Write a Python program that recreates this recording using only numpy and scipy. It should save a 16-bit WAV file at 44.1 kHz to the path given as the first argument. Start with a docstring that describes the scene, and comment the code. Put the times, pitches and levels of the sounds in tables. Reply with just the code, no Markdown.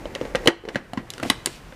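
"""A food processor's plastic lid is set on its bowl, pushed home with a loud clack and twisted
until the latch snaps. Each contact thumps the base, knocks the hollow bowl and cracks in lid,
latch and edge; in between, the rim scrapes and the locking tab rubs. Heard close by in a small
kitchen with a low rumble; the hardest clack overloads the microphone and ducks its gain."""
import sys
import numpy as np
from scipy import signal
from scipy.fft import rfft, irfft
from scipy.io import wavfile
from scipy.ndimage import uniform_filter1d

SR = 44100
rng = np.random.default_rng(int(sys.argv[2]) if len(sys.argv) > 2 else 0)


def to_wav(sig):
    """Store sig (one row per channel, or 1-D mono) as 16-bit WAV at the path in sys.argv[1].

    Samples outside -1..1 are clipped; the rate is SR.
    """
    pcm = np.clip(np.atleast_2d(sig), -1, 1) * 32767
    pcm = np.round(pcm).astype(np.int16)
    wavfile.write(sys.argv[1], SR, pcm.T)  # frames by channels


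N = 77175
RING_TIME_S = np.arange(SR // 5) / SR


def from_db(db):
    """Decibels to gain."""
    return 10 ** (np.asarray(db) / 20)


def unit_energy(x):
    """Scale to an energy of one."""
    return x / np.sqrt(np.sum(x ** 2) + 1e-20)


def gain_curve(points):
    """Gain over time from (s, dB) points."""
    return from_db(np.interp(np.arange(N) / SR, *np.transpose(points)))


def decay(t, t60_s):
    """Exponential fall, 60 dB in t60_s."""
    return np.exp(-np.log(1000) * t / max(t60_s, 1e-3))


def bandpass(x, low_hz, high_hz):
    """Causal band-pass."""
    edges_hz = [low_hz, min(high_hz, SR / 2 - 1000)]
    return signal.sosfilt(signal.butter(2, edges_hz, "band", fs=SR, output="sos"), x)


def coloured(x, spectrum):
    """Filter by (Hz, dB) points; rms one."""
    hz, db = np.transpose(spectrum)
    bins_hz = np.maximum(np.arange(N // 2 + 1) * SR / N, 1)
    gains = from_db(np.interp(np.log(bins_hz), np.log(hz), db))
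    return unit_energy(irfft(rfft(x) * gains, N)) * np.sqrt(N)


def background():
    """Steady room noise over a deep rumble, strongest in the first half second."""
    # Room noise. Each row: frequency in Hz, relative density in dB.
    noise_spectrum = [(20, -13), (44, 2), (65, -8), (130, -4), (250, -13.5), (500, -16.5), (1000, -19),
                      (2000, -21.5), (4000, -33), (8000, -39), (15000, -46)]
    # Each row: time in seconds, level in dB.
    rumble_levels = [(0, -65), (.07, -38.5), (.3, -45), (.47, -39), (.53, -60.5), (1.75, -59)]
    noise_db = -44
    rumble = bandpass(rng.standard_normal(N + SR), low_hz=32, high_hz=49.4)[SR:]
    rumble = unit_energy(rumble) * np.sqrt(N) * gain_curve(rumble_levels)
    return coloured(rng.standard_normal(N), noise_spectrum) * from_db(noise_db) + rumble


def friction(spectrum, slips_per_s):
    """Tiny uneven slips of plastic on plastic; rms one."""
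    spread_db = 0.5
    sizes = from_db(spread_db * np.minimum(rng.exponential(1, N), 5))
    signs = rng.choice([-1, 1], N)
    slipping = rng.random(N) < slips_per_s / SR
    return coloured(sizes * signs * slipping, spectrum)


def rim_scrape():
    """The lid's rim slides on the bowl."""
    # Each row: frequency in Hz, relative density in dB.
    scrape_spectrum = [(150, -5), (300, 2.5), (500, 1.5), (800, -6.5), (1300, -15), (2000, -10.5),
                       (3000, -22.5), (7000, -26.5), (11000, -34.5), (16000, -39)]
    # Each row: time in seconds, level in dB.
    slide_levels = [(0, -41), (.13, -43), (.26, -36.5), (.33, -43.5), (0.447, -36), (0.491, -28),
                    (.53, -59), (.62, -64), (.67, -42.5), (.74, -41), (.8, -50.5), (1.08, -52),
                    (1.17, -47.5), (1.27, -45), (1.36, -51), (1.549, -64), (1.75, -57)]
    return friction(scrape_spectrum, slips_per_s=3100) * gain_curve(slide_levels)


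def struck(modes, dense_modes, spot_hz=None):
    """One blow on a part: main modes, a noise burst for dense weak ones, the struck spot's ring."""
    spread_db, rise_s, energy_s = 3, 0.00018, 0.0078
    spot_db, spot_t60_cycles = 1, 30
    t = RING_TIME_S
    offsets_db = spread_db * rng.standard_normal(len(modes))
    signs = rng.choice([-1, 1], len(modes)) if len(modes) > 1 else [1]
    tones = sum(sign * from_db(db + offset_db) * np.sin(2 * np.pi * hz * t) * decay(t, t60_s)
                for (hz, db, t60_s), offset_db, sign in zip(modes, offsets_db, signs))
    low_hz, high_hz, burst_db, burst_t60_s = dense_modes
    burst = bandpass(rng.standard_normal(len(t)) * decay(t, burst_t60_s), low_hz, high_hz)
    blow = unit_energy(tones) + from_db(burst_db) * unit_energy(burst)
    if spot_hz and low_hz < spot_hz < high_hz:
        spot = np.cos(2 * np.pi * spot_hz * t) * decay(t, spot_t60_cycles / spot_hz)
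        blow += from_db(spot_db) * unit_energy(spot)
    onset = 1 - np.exp(-t / rise_s)
    return unit_energy(blow * onset) * np.sqrt(energy_s * SR)


def lid_contacts():
    """Each contact sounds five parts; the bowl's pitch depends on how the lid covers it."""
    # Each row: start in seconds, base thump in dB, bowl knock in dB, bowl pitch in Hz,
    # lid clack in dB, latch snap in dB, edge tick in dB, ring of the struck spot in Hz.
    contacts = [ (.0556, -34.5, -28, 590, -48, -41.5, -67, 3070),
                (.0650, -48.5, -42, 493, -55, -75, -72, 1330),
                (0.1506, -49, -38.5, 535, -37, -30, -45.5, 3240),
                (.1580, -46, -30, 548, -35.5, -53, -63.5, 1920),
                (.2122, -26, -22.5, 502, -44, -41.5, -68, 1910),
                (.2520, -44, -31.5, 550, -40.5, -45, -63, 1970),
                (0.3493, -27.5, -18, 515, -23.5, -36, -56, 1950),
                (.3550, -61, -26, 542, -27, -27, -38, 1870), (0.4584, -47, -29, 515, -42, -33, -43, 2930),
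                (0.4612, -42, -19, 474, -53, -46, -59, 1950),
                (0.474, -16.5, -12, 464, -12.5, -8, -24, 3080),
                (0.4821, -22, -8, 340, -13.5, -23.5, -36, 1840),
                (0.6376, -68, -30.5, 394, -46, -64, -74, 1510), (.6520, -57, -26, 435, -39, -46, -60, 1960),
                (0.678, -51, -24.5, 430, -52, -52, -66, 1950),
                (.6872, -39, -23.5, 500, -29.5, -31.5, -61, 1670),
                (0.69, -36.5, -29, 480, -32.5, -36, -53, 2760),
                (0.747, -24, -33.5, 396, -29.5, -42, -51, 1890),
                (0.7569, -15.5, -18, 576, -16.5, -27.5, -42, 1705),
                (0.9338, -26, -25.5, 702, -37, -36.5, -45, 1330),
                (0.974, -16.5, -23.5, 226, -25, -37.5, -64, 1030),
                (1.1033, -60, -52, 388, -47, -31.5, -34.5, 3970),
                (1.1368, -60, -47, 440, -46, -38.5, -43.5, 5340),
                (1.1802, -39, -44, 433, -38.5, -41, -48.5, 1430),
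                (1.1992, -38, -38.5, 465, -34.5, -45, -50, 1440),
                (1.2287, -34, -26, 653, -33, -43, -44.5, 1600),
                (1.2324, -21.5, -28, 332, -30, -31.5, -42, 2740),
                (1.2510, -44, -28, 683, -39, -49, -56, 920), (1.2593, -27, -38, 313, -58, -53, -50, 900),
                (1.268, -31.5, -38, 338, -42, -58, -54, 1500),
                (1.2997, -30, -30, 720, -21.5, -16.5, -23.5, 3870),
                (1.3017, -27, -24, 268, -19, -21, -25, 1090),
                (1.4595, -34.5, -40, 537, -29, -23, -20.5, 4570),
                (1.4713, -41.5, -29, 379, -35, -34.5, -47, 2120),
                (1.7240, -43, -41.5, 533, -45, -55, -73, 1540), ]
    # Each row: frequency in Hz, relative level in dB, t60 in seconds.
    base_modes = [(127, -5, 0.047), (192, -4, 0.042), (259, 3.5, 0.035)]
    lid_modes = [(1020, -5.5, 0.012), (1134, -6.5, 0.016), (1353, -13.5, 0.041), (1589, -1.5, 0.024),
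                 (1720, -1.5, 0.0095), (1988, -1, 0.028), (2195, -2, 0.017)]
    latch_modes = [(2738, 1.5, 0.023), (2969, 7.5, .018), (3520, 4.5, 0.015), (3940, 3.5, 0.013),
                   (4350, 4.5, 0.0086), (5420, -8.5, 0.01)]
    edge_modes = [(6230, -2, 0.011), (7030, 9, 0.0023), (8110, 5.5, 0.011), (9800, 3, 0.0087),
                  (10540, 6.5, 0.011), (12200, -13, .006), (14200, -7, .005)]
    # Dense modes: low and high edge in Hz, level re main modes in dB, t60 in seconds.
    base_dense = (139, 274.5, -13.5, 0.25)
    bowl_dense = (254, 875, -9, 0.2)
    lid_dense = (786.5, 2397, -3.5, 0.12)
    latch_dense = (2296, 5996, -5, 0.04)
    edge_dense = (5050, 10450, 5.3, 0.0094)
    bowl_t60_s = 0.031
    blows = np.zeros(N + SR)
    for start_s, base_db, bowl_db, bowl_hz, lid_db, latch_db, edge_db, spot_hz in contacts:
        start = int(start_s * SR)
        blows[start:start + len(RING_TIME_S)] += (
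            from_db(base_db) * struck(base_modes, base_dense)
            + from_db(bowl_db) * struck([(bowl_hz, 0, bowl_t60_s)], bowl_dense)
            + from_db(lid_db) * struck(lid_modes, lid_dense, spot_hz)
            + from_db(latch_db) * struck(latch_modes, latch_dense, spot_hz)
            + from_db(edge_db) * struck(edge_modes, edge_dense))
    return blows[:N]


def tab_rub():
    """The locking tab hisses along its track."""
    # Each row: frequency in Hz, relative density in dB.
    hiss_spectrum = [(800, -35), (2500, 5.5), (5000, -0.5), (9000, -5.5), (13000, -13.5), (16000, -18)]
    # Each row: time in seconds, level in dB.
    rub_levels = [(.66, -88), (0.742, -49), (.78, -75), (1.09, -69), (1.15, -50.5), (1.21, -59),
                  (1.24, -45), (1.29, -41.5), (1.33, -51), (1.44, -58), (1.5, -47), (1.56, -48.5),
                  (1.62, -59.5)]
    return friction(hiss_spectrum, slips_per_s=4500) * gain_curve(rub_levels)


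def machine_body(x):
    """The whole machine rings on faintly; it is too small to radiate deep bass."""
    # Each row: frequency in Hz, peak gain in dB, t60 in seconds.
    resonances = [(217.4, -7, 0.24), (338.7, -1.5, 0.22), (499, -7, 0.064), (930, -31.5, .33),
                  (1490, -18, 0.47), (1910, -5.5, 0.24), (2070, -16, .17), (2850, -16, .12),
                  (3070, -17, .18), (5570, -2, .2)]
    low_cut_hz = 128
    ringing = np.zeros(N)
    for hz, db, t60_s in resonances:
        radius = decay(1 / SR, t60_s)
        feedforward = (1 - radius ** 2) / 2 * np.array([1, 0, -1])
        feedback = [1, -2 * radius * np.cos(2 * np.pi * hz / SR), radius ** 2]
        ringing += from_db(db) * signal.lfilter(feedforward, feedback, x)
    return signal.sosfilt(signal.butter(2, low_cut_hz, "high", fs=SR, output="sos"), x + ringing)


def kitchen_reverb(x):
    """Quick reflections from table and body, then a diffuse tail dying band by band."""
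    # Each row: frequency in Hz, level before band-pass in dB, t60 in seconds.
    tail_profile = [(99, -17, 0.28), (350, -24, 0.43), (990, -18, 0.65), (2380, -18.5, .42),
                    (5000, -20.5, 0.43), (9000, -17, 0.13), (15000, -31, 0.15)]
    early_db, early_t60_s, delay_s = -17.5, 0.085, 0.0024
    hz, db, t60_s = np.transpose(tail_profile)
    t = np.arange(SR // 2) / SR
    onset = np.clip(t / delay_s - 1, 0, 1)
    early = rng.standard_normal(len(t)) * onset * decay(t, early_t60_s)
    response = from_db(early_db) * unit_energy(early)
    edges_hz = np.geomspace(70, 16000, 11)
    for low_hz, high_hz in zip(edges_hz, edges_hz[1:]):
        log_centre = np.log(low_hz * high_hz) / 2
        band_t60_s = np.interp(log_centre, np.log(hz), t60_s)
        band_db = np.interp(log_centre, np.log(hz), db)
        tail = unit_energy(rng.standard_normal(len(t)) * onset * decay(t, band_t60_s))
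        response += from_db(band_db) * bandpass(tail, low_hz, high_hz)
    return signal.fftconvolve(x, response)[:N]


def gain_control(x):
    """Gain drops after a very loud moment and creeps back up."""
    threshold_db, max_duck_db = -12, 8.5
    window_s, attack_s, recovery_db_per_s = 0.011, 0.024, 12
    power = uniform_filter1d(x ** 2, int(window_s * SR))
    level_db = 10 * np.log10(np.maximum(power, 1e-12))
    wanted_db = np.clip(2 * (level_db - threshold_db), 0, max_duck_db)
    recovery_db = recovery_db_per_s * np.arange(N) / SR
    held_db = np.maximum.accumulate(wanted_db + recovery_db, axis=-1) - recovery_db
    pole = np.exp(-1 / (attack_s * SR))
    duck_db = signal.lfilter([1 - pole], [1, -pole], held_db)
    return x * from_db(-duck_db)


def scene():
    """The lid being closed in the kitchen; mono."""
    machine = machine_body(lid_contacts() + rim_scrape() + tab_rub())
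    return (machine + kitchen_reverb(machine) + background())[None]


def record(dry):
    """Gain control acts too late for the loudest peaks, which clip; a steep low-pass follows."""
    cutoff_hz = 15100
    clipped = np.clip(gain_control(dry), -1, 1)
    return signal.sosfilt(signal.ellip(10, .2, 60, cutoff_hz, fs=SR, output="sos"), clipped)


dry = scene()
out = record(dry)
to_wav(out)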